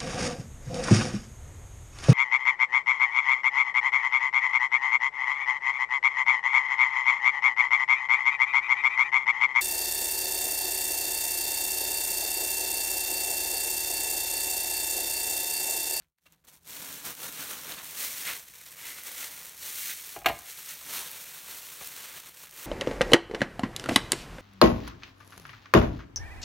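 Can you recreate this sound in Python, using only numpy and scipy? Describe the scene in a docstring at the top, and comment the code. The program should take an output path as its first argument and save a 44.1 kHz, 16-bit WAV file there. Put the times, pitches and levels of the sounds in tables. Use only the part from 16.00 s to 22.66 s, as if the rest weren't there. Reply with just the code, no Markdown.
"""Small beads slide in a thin plastic bag that is picked up, tipped, squeezed and twisted over a hob.
Thousands of tiny collisions make a hiss, the heap rustles and thuds as it shifts, and creases snap.
A hand catches an empty tin, which tips and clanks back onto the hob's glass.
A small kitchen with a faint low rumble, heard from close by, in mono, on a phone's microphone."""
import sys
import numpy as np
from scipy import signal
from scipy.fft import rfft, irfft
from scipy.io import wavfile
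from scipy.ndimage import uniform_filter1d

SR = 44100
rng = np.random.default_rng(int(sys.argv[2]) if len(sys.argv) > 2 else 0)


def persist_wave(psi):
    """Save psi, clipped to +-1, as 16-bit WAV."""
    counts = np.round(np.clip(psi, -1, 1) * 32767).astype(np.int16)
    wavfile.write(sys.argv[1], SR, np.atleast_2d(counts).T)


N = 293706


def undb(db):
    """Decibels to gain."""
    return 10 ** (np.asarray(db) / 20)


def curve(rows):
    """Rows of (seconds, value), joined by straight lines."""
    times, values = np.transpose(rows)
    return np.interp(np.arange(N) / SR, times, values)


def unit(x):
    """Scale to rms 1."""
    return x / np.sqrt(np.mean(x ** 2))


def fade(t, t60):
    """Exponential decay that loses 60 dB in t60 seconds."""
    return np.exp(-np.log(1000) * t / t60)


def add(track, start_s, sound):
    """Mix a sound into a track."""
    i = max(int(start_s * SR), 0)
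    track[i:i + len(sound)] += sound[:max(len(track) - i, 0)]


def colour(x, points, size=4096):
    """Causal filter through (Hz, dB) points, built from the cepstrum."""
    hz, db = np.transpose(points)
    grid = np.maximum(np.fft.rfftfreq(size, 1 / SR), 1)
    gain = undb(np.interp(np.log(grid), np.log(hz), db))
    cepstrum = irfft(np.log(gain))
    cepstrum[1:size // 2] *= 2
    cepstrum[size // 2 + 1:] = 0
    return signal.fftconvolve(x, irfft(np.exp(rfft(cepstrum))))[:len(x)]


def resonate(x, hz, width_hz):
    """Two-pole band-pass, gain 1 at the centre."""
    return signal.lfilter(*signal.iirpeak(hz, hz / width_hz, fs=SR), x)


def wander(per_s):
    """Random levels, per_s of them a second, each gliding into the next; rms 1."""
    hold = int(SR / per_s)
    steps = np.repeat(rng.standard_normal(N // hold + 1), hold)
    return unit(uniform_filter1d(steps, hold)[:N])


def collisions(per_s, spread_db):
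    """Tiny impacts at random moments and of unequal size; the mean power is the same at any rate."""
    chance = np.clip(per_s / SR, 1e-5, 1)
    hit = rng.random(N) < chance
    size = undb(spread_db * np.clip(rng.standard_normal(N), -2, 2))
    polarity = np.sign(rng.random(N) - .5)
    return unit(hit * size * polarity / np.sqrt(chance))


def kitchen_rumble():
    """Faint low kitchen rumble, briefly muted near the start, as a noise suppressor would mute it."""
    # The still kitchen's spectrum. Each row: frequency in Hz, relative level in dB.
    spectrum = [(20, -12), (45, -4), (75, 2.5), (110, -8), (160, 2), (220, -15), (400, -17.5), (1000, -20),
                (8000, -48)]
    # The gain put on the rumble, with the brief muting. Each row: time in seconds, gain in dB.
    gains = [(0, -65), (.08, -82), (.15, -104), (.21, -89), (.26, -73.5), (.5, -74), (.8, -68),
             (6.66, -69.5)]
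    return unit(colour(rng.standard_normal(N), spectrum)) * undb(curve(gains))


def kitchen_echo(x, t60_low, t60_high):
    """Echo alone: hob and tiles answer within milliseconds, then the room dies away, treble first."""
    t = np.arange(SR // 3) / SR
    noise = rng.standard_normal(len(t))
    low = signal.sosfilt(signal.butter(2, 1100, fs=SR, output="sos"), noise)
    high = signal.sosfilt(signal.butter(2, 1100, "high", fs=SR, output="sos"), noise)
    tail = (low * fade(t, t60_low) - high * fade(t, t60_high)) * (t > .003)
    return signal.oaconvolve(x, tail / np.linalg.norm(tail))[:N]


def tin_clink(start_s, db, hz, width_hz):
    """One mode rings lightly and briefly as the fingers leave the tin."""
    out, t = np.zeros(N), np.arange(SR // 10) / SR
    add(out, start_s, undb(db) * np.sin(2 * np.pi * hz * t) * np.exp(-np.pi * width_hz * t))
    return out


def tin_knocks():
    """Each blow rings the same modes while the rim chatters on the glass; soft contacts lose treble."""
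    # The tin's blows on the hob. Each row: start in seconds, relative level in dB,
    # contact softness in milliseconds, relative level of the rim's scrape in dB.
    knocks = [(4.162, -12.5, 0.4, 1), (4.179, -24, 0.53, 3), (4.216, -28.5, 0.15, 3),
              (4.245, -23, 0.064, 3), (4.2593, 0.5, 0.017, 0), (4.2847, -28.5, 0.0071, 19),
              (4.2961, -7, 0.31, 6.5), (5.811, -25, 0.21, 8)]
    # The tin's modes. Each row: frequency in Hz, relative level in dB, t60 in seconds.
    modes = [(290, -18, 0.21), (344, -8, 0.12), (418, -9.5, 0.081), (590, -8, 0.19), (679, 4, 0.096),
             (741, -0.5, 0.16), (777, 1, 0.13), (819, 1, 0.1), (1026, 0, 0.056), (1237, 7.5, 0.029),
             (1427, -4.5, 0.067), (1634, 4, 0.05), (1910, -5, 0.071), (1987, 0, 0.054), (2186, 4, 0.035),
             (2410, 7, 0.048), (2680, -7, 0.058), (2810, 0, .07), (3124, -2, 0.055), (4090, -3.5, 0.033),
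             (4340, 1, 0.034)]
    # The scraping rim's spectrum. Each row: frequency in Hz, relative level in dB.
    rim_colour = [(60, -13), (300, -6), (700, 2), (1500, -3), (2600, 1.5), (4200, -7), (6000, -12.5),
                  (9500, -17.5), (12500, -6), (16000, -19)]
    out, t = np.zeros(N), np.arange(SR // 2) / SR
    ring = sum((-1) ** k * undb(db) * np.sin(2 * np.pi * hz * t) * fade(t, t60)
               for k, (hz, db, t60) in enumerate(modes))
    # the rim keeps scraping while the tin settles flat
    settle = fade(np.maximum(t - .005, 0), t60=0.044) + 0.087 * fade(t, t60=0.18)
    # the hob's glass pane is slower to answer, and booms
    boom = fade(t, t60=0.29) - fade(t, t60=0.081)
    for start_s, db, soft_ms, rim_db in knocks:
        grit = rng.standard_normal(len(t))
        scrape = unit(colour(grit, rim_colour)) * settle
        blow = undb(-24.5) * ring + undb(rim_db - 20) * scrape
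        pole = np.exp(-1000 / (soft_ms * SR))
        softened = signal.lfilter([1 - pole], [1, -pole], blow)
        add(out, start_s, undb(db) * softened)
        pane = unit(resonate(resonate(grit, hz=70, width_hz=65), hz=75, width_hz=210))
        add(out, start_s, undb(0.85 * db - 39) * pane * boom)
    return out


def creases():
    """A fold buckles with one sharp tick, and the film around it shivers for a few milliseconds."""
    # The loudest creases. Each row: start in seconds, peak level in dB, centre frequency in Hz.
    snaps = [(0.3232, -42, 11900), (0.4497, -44, 11700), (.4853, -40, 8700), (.7068, -24, 12700),
             (0.768, -25, 13000), (0.9286, -29, 6400), (1.721, -25.5, 3800), (1.8445, -22, 12200),
             (2.317, -30, 3500), (2.663, -31, 6200), (2.719, -33, 9000), (2.895, -25, 9000),
             (2.986, -31.5, 2000), (3.0358, -22, 12050), (3.283, -30, 10000), (3.45, -28, 9700),
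             (3.495, -27, 8900), (4.39, -26, 10900), (4.508, -31, 6000), (4.691, -25, 6470),
             (5.115, -22, 12500), (5.687, -41, 3500), (5.8731, -21.5, 13000)]
    out, t = np.zeros(N), np.arange(SR // 30) / SR
    shiver = 0.59 * fade(t, t60=0.0011) + 0.12 * fade(t, t60=0.025)
    for start_s, db, hz in snaps:
        push = rng.standard_normal(len(t)) * shiver
        push[0] = 1  # the buckle itself
        tick = resonate(push, hz, width_hz=0.46 * hz)
        add(out, start_s, undb(db) * tick / np.abs(tick).max())
    return out


def bead_flow():
    """Relative dB of hiss, rattle and weight: each slide swells, settles and adds power to the creep."""
    # Each tip or squeeze sets off a slide. Each row: crest in seconds, relative hiss level in dB,
    # swell and settling in seconds, pouch rattle and shifting weight in dB over that level.
    slides = [(0.023, -76.0, 0.028, 0.024, 5.5, -3), (0.187, -81.5, 0.008, 0.0077, -2, -5.5),
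              (0.265, -60, 0.0079, 0.016, 2, -5.5), (0.337, -67, 0.032, 0.029, 0, -1.5),
              (0.448, -63.5, 0.0074, 0.016, -4.5, -3.0), (0.487, -51.0, 0.014, 0.02, -7.0, -10.5),
              (0.537, -58, 0.028, 0.046, -11, -9), (0.766, -43.5, 0.058, 0.064, -8.0, -13.5),
              (0.892, -42, 0.18, 0.13, -9.5, -10), (1.066, -35.5, 0.025, 0.047, -8.5, -9.5),
              (1.266, -39, 0.081, 0.044, -8.5, -9.5), (1.44, -40, 0.096, 0.099, -7, -10),
              (1.511, -39, 0.026, 0.098, -6.5, -9.5), (1.707, -39.5, 0.063, 0.046, -3.5, -7),
              (1.78, -57, 0.013, 0.057, 8.5, 7), (1.861, -44, 0.036, 0.053, -10, -13),
              (2.004, -33, 0.047, 0.12, -9, -17.5), (2.194, -38.5, 0.066, 0.082, -9, -25),
              (2.302, -36.5, 0.044, 0.04, 2.5, -10.5), (2.585, -52, 0.018, 0.025, -3, -18),
              (2.663, -47.0, 0.008, 0.035, -10, -13), (2.828, -42.5, 0.057, 0.22, -3.5, -16),
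              (3.082, -39.5, 0.035, 0.039, -7.0, -15), (3.245, -37.5, 0.11, 0.028, -6, -18.0),
              (3.671, -38, 0.074, 0.118, -11.5, -18.0), (3.854, -36.5, 0.17, 0.15, -10, -27.5),
              (3.914, -45.5, 0.039, 0.026, 4, -31), (4.08, -45.5, 0.077, 0.079, -19.5, -30),
              (4.513, -44, 0.058, 0.21, -7, -31), (4.723, -43, 0.075, 0.046, -6, -28),
              (4.968, -35.5, 0.087, 0.1, -6.0, -12), (5.171, -45, 0.11, 0.08, -9, -11),
              (5.506, -44.5, 0.062, 0.096, -7.5, -12), (5.945, -50, 0.1, 0.63, -3, -10.5),
              (6.191, -49.0, 0.18, 0.014, -1, -9), (6.438, -49, 0.075, 0.0068, -9.0, -14.0),
              (6.628, -43, 0.096, 0.077, -6.5, -11)]
    # Between slides the beads creep under the fingers. Each row: time in seconds, relative hiss in dB.
    creep = [(0, -79), (.19, -106), (.23, -75), (.41, -80), (.648, -99), (.672, -50), (1.78, -47.5),
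             (2.37, -40), (2.46, -53.5), (2.75, -51), (3.28, -43.5), (3.55, -49), (3.99, -50), (4.15, -45),
             (4.24, -56.5), (4.35, -48.5), (5.87, -44), (6.48, -60)]
    creep_rattle_db, creep_weight_db = -7.5, -14
    swell_shape, settle_shape = 1.88, 1.4  # 1 = pointed crest, 2 = round crest
    lead = 1.67  # a slide starts from rest this many swell times before its crest
    t = np.arange(N) / SR
    power = np.outer(undb([0, creep_rattle_db, creep_weight_db]), undb(curve(creep))) ** 2
    for crest_s, db, swell_s, settle_s, rattle_db, weight_db in slides:
        from_crest = np.maximum((crest_s - t) / swell_s, (t - crest_s) / settle_s)
        near = from_crest < 10
        shape = np.where(t[near] < crest_s, swell_shape, settle_shape)
        onset = np.clip(2 * (lead - (crest_s - t[near]) / swell_s), 0, 1)
        slide = undb(db) * np.exp(-from_crest[near] ** shape) * onset
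        power[:, near] += np.outer(undb([0, rattle_db, weight_db]), slide) ** 2
    return 10 * np.log10(power)


def beads():
    """Beads collide in little avalanches inside the film; the faster they run, the denser the ticks."""
    # Spectra of the hissing ticks, the rattling pouch, the heap's shifting weight and its thud.
    # Each row: frequency in Hz, relative level in dB.
    hiss_colour = [(200, -19), (1000, -28.5), (2200, -5.5), (3800, -2), (6200, 0.5), (7500, -1.5),
                   (9000, 1), (11500, 0.5), (13500, 1), (16000, -0.5)]
    pouch_colour = [(300, -19), (800, -17.5), (1300, -2), (1700, 0), (2400, 1), (3200, -1), (4200, -2),
                    (7000, -12), (16000, -35)]
    weight_colour = [(150, -27.5), (300, -8.5), (400, -1.5), (520, 0), (720, -3.5), (900, 0), (1200, -0.5),
                     (1700, -2.5), (2500, -18.5), (8000, -41)]
    thud_colour = [(40, -9.5), (100, -8), (170, 0.5), (220, -3), (280, 3.5), (350, -10.5), (700, -29),
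                   (4000, -45)]
    # The film drawn round the beads. Each row: time in seconds, tautness from 0 to 1.
    tautness = [(1.75, 0), (2, 0.45), (2.3, 0.53), (2.85, 0.6), (3.15, 0.6), (3.9, 0.5), (4.5, 0.4), (5, 0),
                (6.3, 0.1)]
    # The heap thuds while the bag hangs free, less once a hand cups it.
    # Each row: time in seconds, thud in dB over the shifting weight.
    thud_over_weight = [(1.1, -5.4), (2.2, -10.9), (6.6, -13.5)]
    hiss_db, rattle_db, weight_db = bead_flow()
    ticks_per_s = 1500 + 8000 * undb(.9 * (hiss_db + 42))
    # slow beads stick and slip, so their flow is more ragged
    raggedness = 1 + 0.86 * np.clip((-45 - hiss_db) / 9, 0, 1)
    avalanches = undb(raggedness * (0.95 * wander(per_s=35) + 1.1 * wander(per_s=300)))
    bead_ticks = collisions(ticks_per_s, spread_db=3.5)
    film_ticks = undb(-13.5) * collisions(per_s=160, spread_db=3)
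    hiss = unit(colour(bead_ticks + film_ticks, hiss_colour)) * undb(hiss_db + 1.65)
    pouch = colour(collisions(ticks_per_s * .5, spread_db=4), pouch_colour)
    # drawn tight, the pouch rings like a small slack drum
    taut = curve(tautness)
    drum = 1.17 * taut * resonate(pouch, hz=2025, width_hz=420)
    rattle = unit(pouch * (1 - 0.52 * taut) + drum) * undb(rattle_db - 0.64)
    slumps = collisions(ticks_per_s * .3, spread_db=2.5)
    weight = unit(colour(slumps, weight_colour)) * undb(weight_db)
    bumps = collisions(ticks_per_s * .28, spread_db=4)
    thud = unit(colour(bumps, thud_colour)) * undb(weight_db + curve(thud_over_weight))
    # small folds give way at much the same strength however fast the beads run
    crinkle_db = np.minimum(hiss_db - 11, -57.5)
    folds = collisions(per_s=35, spread_db=9)
    crinkle = unit(colour(folds, hiss_colour)) * undb(crinkle_db)
    return (hiss + rattle + weight + thud) * avalanches + crinkle


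def scene():
    """Bag and tin close by, the kitchen's echo and rumble well behind them; both channels alike."""
    bag = beads() + creases()
    # the bag keeps moving, so its echo wanders between two patterns
    blend_angle = 1.3 * wander(per_s=5)
    bag_echo = sum(kitchen_echo(bag * share, t60_low=0.14, t60_high=0.12)
                   for share in (np.cos(blend_angle), np.sin(blend_angle)))
    tin = tin_knocks() + tin_clink(start_s=.264, db=-53, hz=2730, width_hz=36)
    tin_echo = kitchen_echo(tin, t60_low=0.43, t60_high=0.32)
    mono = bag + undb(-15) * bag_echo + tin + undb(-14.5) * tin_echo + kitchen_rumble()
    return np.tile(mono, (2, 1))


def record(dry):
    """The phone's microphone port carves two dips in the treble; the deepest bass and the top are cut."""
    # The port's dips. Each row: centre in Hz, width in Hz, share removed from 0 to 1.
    port_dips = [(4920, 680, 0.42), (10420, 1100, 0.48)]
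    low_cut_hz, high_cut_hz = 32, 15800
    for hz, width_hz, share in port_dips:
        dry = dry - share * resonate(dry, hz, width_hz)
    dry = signal.sosfilt(signal.butter(4, low_cut_hz, "high", fs=SR, output="sos"), dry)
    return signal.sosfilt(signal.ellip(12, .1, 80, high_cut_hz, fs=SR, output="sos"), dry)


dry = scene()
out = record(dry)
persist_wave(out)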